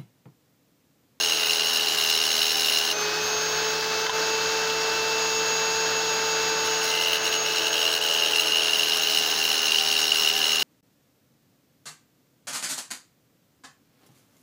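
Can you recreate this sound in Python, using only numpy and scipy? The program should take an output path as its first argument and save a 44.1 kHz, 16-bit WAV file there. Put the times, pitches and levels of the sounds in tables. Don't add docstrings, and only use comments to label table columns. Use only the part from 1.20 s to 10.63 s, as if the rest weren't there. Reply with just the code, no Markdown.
import sys
import numpy as np
from scipy import signal
from scipy.fft import rfft, irfft, next_fast_len
from scipy.io import wavfile
from scipy.ndimage import uniform_filter1d, map_coordinates

SR = 44100
rng = np.random.default_rng(int(sys.argv[2]) if len(sys.argv) > 2 else 0)


def to_wav(sig):
    pcm = np.clip(np.atleast_2d(sig), -1, 1) * 32767
    pcm = np.round(pcm).astype(np.int16)
    wavfile.write(sys.argv[1], SR, pcm.T)


N = 415863

# time_s, speed_hz
MOTOR_SPEED = [(0, 431.7), (.85, 420.7), (1.4, 419.4), (1.69, 417.2), (2, 427.7), (2.4, 435.7),
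               (3.05, 441.8), (3.6, 443.5), (5, 443.5), (5.6, 442.1), (6, 438.4), (6.35, 437.1), (7, 430.7),
               (7.9, 423.3), (8.7, 413.7), (9.43, 413.9)]
# time_s, pressure (0 free, 1 light, 2 hard)
PRESSURE = [(0, 1.63), (.6, 1.74), (1, 1.84), (1.7, 1.9), (1.81, 0), (5.5, 0.11), (5.85, 0.82),
            (6.33, 0.53), (6.6, 1.08), (7.35, 1.3), (8.1, 1.9), (9.43, 2)]

# freq_hz, density_db
FAN_SPECTRUM = [(40, -65), (120, -23), (240, -16.5), (320, -8), (700, -6), (950, -5.5), (1300, -3.5),
                (1530, -4), (1950, -8.5), (2350, -9), (3300, -10), (6000, -34), (12000, -58)]
SPRAY_SPECTRUM = [(1500, -66), (2700, -5.5), (3500, -2.5), (4550, 0), (5100, -2), (5400, 0.5), (6000, -4),
                  (7200, -8.5), (8200, -21.5), (10000, -22.5), (11500, -27.5), (13900, -25), (14800, -11.5),
                  (15800, -24)]
RUMBLE_SPECTRUM = [(20, -27), (50, -20), (88, 12), (130, -4), (220, -2), (400, -22), (1500, -60)]
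CRUNCH_SPECTRUM = [(60, -70), (220, -28), (600, -10), (1700, -21), (2000, 18), (2600, 14), (3900, 25),
                   (4600, -38), (6000, -18), (7500, -16), (11000, -24), (14000, -35), (15500, -16)]
# freq_hz, width_hz, gain_db
HOUSING_MODES = [(1500, 58, 1.5), (1590, 140, 0), (3770, 135, -5), (4400, 145, -2.5), (5510, 220, -16)]
PEBBLE_MODES = [(3050, 350, 0), (3650, 350, -3)]
TABLE_MODES = [(780, 80, 0), (1010, 60, 7), (1600, 160, 1), (2050, 200, -3)]
BLADE_MAIN_MODES = [(2817, 58, -2.5), (2940, 100, -7), (3170, 150, -14.5)]
BLADE_HIGH_MODES = [(3740, 176, -3.5), (4130, 240, 2), (4806, 99, -2), (4960, 110, -8), (5395, 230, 0.5),
                    (5730, 71, -3), (6536, 65, 3), (7130, 43, -7), (7735, 126, -12), (8530, 72, -11),
                    (9300, 90, -15.5), (9760, 137, -8.5), (10280, 120, -12), (10830, 60, -11.5),
                    (12020, 134, -13.5), (12300, 260, -22), (13220, 160, -18), (14850, 69, -2.5),
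                    (15400, 320, -18), (15700, 150, -16)]

# order, free_db, light_db, hard_db, resonance_hz, width_hz, swell_db
STRONG_TONES = [(1, -34.5, -39, -43, 443, 4.3, 2.5), (2, -42, -43.5, -53, 443, 5.3, 5.5),
                (6, -37.5, -39.5, -53.5, 443.6, 0.84, 3.7), (11, -44, -54, -49.5, 443.5, 2.5, 5),
                (14, -51, -59, -56, 440, 2.3, 10.5)]
# order, level_re_order_1_db
WEAK_TONES = [(3, -14), (5, -21), (9, -15), (10, -18), (12, -13.5), (13, -39), (16, -32), (17, -40),
              (22, -41), (24, -37), (25, -40), (26, -39), (33, -32), (35, -37), (36, -21)]
# time_s, level_db
WHISTLE_LEVEL = [(0, -33.5), (.45, -41), (1.68, -41.5), (1.81, -31), (1.91, -46), (2.06, -31.5),
                 (2.45, -34.5), (2.65, -44), (3.1, -36.5), (3.9, -38), (4.2, -31.5), (5.7, -33.5),
                 (5.86, -47), (6.01, -31), (6.35, -33), (6.8, -43), (8.25, -41), (9.43, -47)]
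# order, free_db, light_db, hard_db
HUM_TONES = [(1, -64, -69, -77), (2, -51, -57, -58), (3, -57, -62, -54), (4, -55, -49, -53),
             (5, -57, -50, -60), (6, -58, -45, -56), (7, -57, -44, -61), (8, -53, -41, -54),
             (9, -62, -51, -51), (10, -63, -52, -44.5), (12, -64, -53, -56), (13, -60, -57, -54),
             (20, -60, -46, -58), (21, -62, -47, -56), (22, -64, -53, -47), (23, -66, -60, -52)]
# time_s, level_db
SQUEAL_LEVEL = [(5.55, -90), (5.66, -41), (5.8, -39), (5.95, -48), (6.3, -53), (6.9, -90)]

# start_s, burst_db, table_send_db, saw_dip_db
PEBBLE_KNOCKS = [(2.866, -15, -2, -4), (2.895, -10.5, -5.5, -4.5), (3.222, -20, -8, 0),
                 (3.499, -16, -16, 0)]
# start_s, length_s, ring_gain_db, sizzle_gain_db
RIM_CUTS = [(-.05, 0.8, -26.6, -25), (0.765, .83, -27, -23.5), (1.596, .12, -28.5, -26.5),
            (5.44, 0.035, -42, -28.5), (5.48, 1.2, -37.5, -36), (5.608, 0.11, -35, -27),
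            (5.7, 0.12, -27.5, -27.5), (5.809, 0.16, -28.5, -27.5), (6.038, .04, -31, -25.5),
            (6.112, .045, -26.5, -28), (6.24, .1, -32, -29.5), (6.35, 0.13, -28.5, -26.5),
            (6.514, 0.26, -25.5, -27), (6.806, 0.7, -25, -27), (7.45, 2.36, -26.5, -26)]
# time_s, angle_turns
CONTACT_ANGLE = [(1.8, .5), (5.4, .59)]
BITE_SHAPE = [(.15, 0), (.25, 1), (.5, .85), (.86, 0)]
# time_s, strength_db
BITE_ACCENTS = [(5.9319, -11), (6.8119, -11), (7.0713, -19), (7.1955, -11), (7.9728, -10), (8.52, -9),
                (8.5455, -16), (8.5839, -6.5), (8.9191, -6), (8.9565, -14), (9.0733, -11), (9.0987, -11)]

# free_db, light_db, hard_db
FAN_DB, HOUSING_DB = (-31.5, -35.5, -36), (-35.5, -39, -41.5)
SPRAY_DB, RUMBLE_DB = (-31.5, -35, -32.5), (-57.5, -62.5, -74)
FREE_SPEED_HZ, GEAR_RATIO = 443.5, 3 / 16
WHISTLE_ORDER, SQUEAL_ORDER = 15, 25
USUAL_BITE_DB = -18.3
BAND_LIMIT_HZ = 15830


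def amp(db):
    return 10 ** (np.asarray(db) / 20)


def unit(x):
    return x / np.sqrt(np.mean(x ** 2) + 1e-20)


def curve(rows):
    return np.interp(np.arange(N) / SR, *np.transpose(rows))


def noise():
    return rng.standard_normal(N)


def wobble(rate_hz):
    knots = rng.standard_normal(int(N * rate_hz / SR) + 4)
    coarse = np.arange(0, N + 32, 32)
    return np.interp(np.arange(N), coarse, map_coordinates(knots, [coarse * rate_hz / SR]))


def filtered(x, response):
    size = next_fast_len(N + SR // 4)
    return irfft(rfft(x, size) * response(np.fft.rfftfreq(size, 1 / SR)), size)[:N]


def coloured(x, spectrum):
    hz, db = np.transpose(spectrum)
    return filtered(x, lambda f: amp(np.interp(np.log(f + 1), np.log(hz), db)))


def resonate(x, modes, skirt=1.13):
    size = 4096
    f = np.fft.rfftfreq(size, 1 / SR)
    power = sum(amp(db) ** 2 / (1 + (2 * (f - hz) / width_hz) ** 2) ** skirt
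                for hz, width_hz, db in modes)
    cepstrum = irfft(np.log(power + 1e-12))[:size // 2]
    cepstrum[0] /= 2
    impulse = irfft(np.exp(rfft(cepstrum, size)))
    return signal.fftconvolve(x, impulse)[:N]


def blend(levels_db):
    return np.interp(curve(PRESSURE), np.arange(3), levels_db)


def tone(turns, order, level_db, flutter_db, drift_rad):
    phase = 2 * np.pi * (order * turns + rng.random()) + drift_rad * wobble(14)
    return np.sqrt(2) * amp(level_db + flutter_db * wobble(22)) * np.sin(phase)


def rush(fling_db_per_hz=0.04):
    fan = amp(blend(FAN_DB) + 0.69 * wobble(11)) * unit(coloured(noise(), FAN_SPECTRUM))
    housing = amp(blend(HOUSING_DB) + 1.4 * wobble(35)) * unit(resonate(noise(), HOUSING_MODES))
    droplets = noise() * amp(1.2 * wobble(600))
    fling_db = fling_db_per_hz * (curve(MOTOR_SPEED) - FREE_SPEED_HZ)
    spray_db = blend(SPRAY_DB) + fling_db + 0.47 * wobble(25)
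    spray = amp(spray_db) * unit(coloured(droplets, SPRAY_SPECTRUM))
    rumble = amp(blend(RUMBLE_DB)) * unit(coloured(noise(), RUMBLE_SPECTRUM))
    return fan + housing + spray + rumble


def blade_hum(turns):
    hum = sum(tone(turns, order, blend(levels_db), flutter_db=0.97 + 0.75 * np.log(order), drift_rad=.24)
              for order, *levels_db in HUM_TONES)
    squeal = tone(turns, SQUEAL_ORDER, curve(SQUEAL_LEVEL), flutter_db=-0.5, drift_rad=0.49)
    return hum + squeal


def motor(turns):
    pressure, speed_hz = curve(PRESSURE), curve(MOTOR_SPEED)
    strong, level_db = 0, {}
    for order, *base_db, resonance_hz, width_hz, swell_db in STRONG_TONES:
        detuning = (speed_hz - resonance_hz) / width_hz
        level_db[order] = blend(base_db) + swell_db / (1 + detuning ** 2)
        waver_db = 1.1 * np.log(order) * (pressure + 0.33) * wobble(4)
        strong += tone(turns, order, level_db[order] + waver_db, flutter_db=0.64, drift_rad=.06)
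    weak = sum(tone(turns, order, level_db[1] + db, flutter_db=2.5, drift_rad=0.17)
               for order, db in WEAK_TONES)
    whistle_db = curve(WHISTLE_LEVEL) + 1.5 * pressure * wobble(8)
    whistle = tone(turns, WHISTLE_ORDER, whistle_db, flutter_db=1.5, drift_rad=0.1)
    rise_hz_per_s = np.maximum(np.gradient(speed_hz) * SR, 0)
    spin_up = uniform_filter1d(np.tanh(rise_hz_per_s / 12), size=4096)
    octave = tone(turns, 2 * WHISTLE_ORDER, whistle_db - 28 + 8 * spin_up, flutter_db=2.2, drift_rad=.35)
    return strong + weak + whistle + octave


def knocks(t60_s=.04, click_gain_db=3, table_gain_db=8):
    t = np.arange(N) / SR
    clicks, blows = np.zeros(N), np.zeros(N)
    for start_s, burst_db, table_send_db, _ in PEBBLE_KNOCKS:
        burst = (t >= start_s) * amp(burst_db - 60 * np.abs(t - start_s) / t60_s) * noise()
        clicks += burst
        blows += burst * amp(table_send_db)
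    pebble = amp(click_gain_db) * resonate(clicks, PEBBLE_MODES)
    table = amp(table_gain_db) * resonate(blows, TABLE_MODES)
    return pebble + table


def saw_dips(length_s=.05):
    t = np.arange(N) / SR
    dips_db = [dip_db * np.interp((t - start_s) / length_s, [0, .1, .5, 1], [0, 1, 1, 0])
               for start_s, _, _, dip_db in PEBBLE_KNOCKS]
    return amp(np.min(dips_db, axis=0))


def cut_gains(attack_s=0.013, release_s=0.031):
    t = np.arange(N) / SR
    ring = sizzle = np.zeros(N)
    for start_s, length_s, ring_db, sizzle_db in RIM_CUTS:
        rise = (t - start_s) / attack_s
        fall = 1 - (t - start_s - length_s) / release_s
        held = np.clip(np.minimum(rise, fall), 0, 1)
        ring = np.maximum(ring, amp(ring_db) * held)
        sizzle = np.maximum(sizzle, amp(sizzle_db) * held)
    return ring, sizzle


def grit(turns, diamond_gain=0.68):
    rim = rng.standard_normal(560)
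    diamonds = unit(map_coordinates(rim, [turns % 1 * len(rim)], mode="grid-wrap"))
    diamonds = unit(coloured(diamonds, [(3300, -13.0), (4500, -6), (7000, 0)]))
    fractures = unit(noise() * amp(2.0 * wobble(900)))
    return fractures + diamond_gain * diamonds


def bites(turns, sharpness=4.8, scatter_db=2.0, slip_turns=0.018):
    angle_turns = turns + curve(CONTACT_ANGLE) + slip_turns * wobble(70)
    turn_index = np.maximum(angle_turns, 0).astype(int)
    force_db = scatter_db * np.minimum(rng.standard_normal(1024), 1.3)
    for time_s, strength_db in BITE_ACCENTS:
        force_db[turn_index[round(time_s * SR) + SR // 500]] = strength_db - USUAL_BITE_DB
    catch = np.interp(angle_turns % 1, *np.transpose(BITE_SHAPE))
    swing = np.abs(np.sin(np.pi * (angle_turns + .04))) ** sharpness
    return catch, swing, amp(force_db[turn_index])


def chatter(grains):
    ringing = unit(resonate(grains, BLADE_MAIN_MODES, skirt=1.62))
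    analytic = signal.hilbert(ringing, next_fast_len(N))[:N]
    return analytic.real / (np.abs(analytic) + .25) ** .6


def grinding(turns):
    ring_gain, sizzle_gain = cut_gains()
    grains = grit(turns)
    catch, swing, force = bites(turns)
    ring = amp(0.77 * wobble(15)) * unit(chatter(grains) * (0.29 + swing * force ** 0.93))
    drag = .11 * curve(PRESSURE)
    strokes = grains * (drag + catch * force ** 0.34 * amp(1.16 * wobble(60)))
    sizzle = amp(-3.5 + 0.82 * wobble(30)) * unit(resonate(strokes, BLADE_HIGH_MODES, skirt=1.42))
    crunch = amp(-9.5) * unit(coloured(strokes, CRUNCH_SPECTRUM))
    return ring_gain * ring + sizzle_gain * (sizzle + crunch)


def scene():
    motor_turns = np.cumsum(curve(MOTOR_SPEED)) / SR
    blade_turns = GEAR_RATIO * motor_turns
    saw = motor(motor_turns) + blade_hum(blade_turns) + rush() + grinding(blade_turns)
    mono = saw * saw_dips() + knocks()
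    return np.array([mono, mono])


def record(dry):
    return np.array([filtered(side, lambda f: f < BAND_LIMIT_HZ) for side in dry])


dry = scene()
out = record(dry)
to_wav(out)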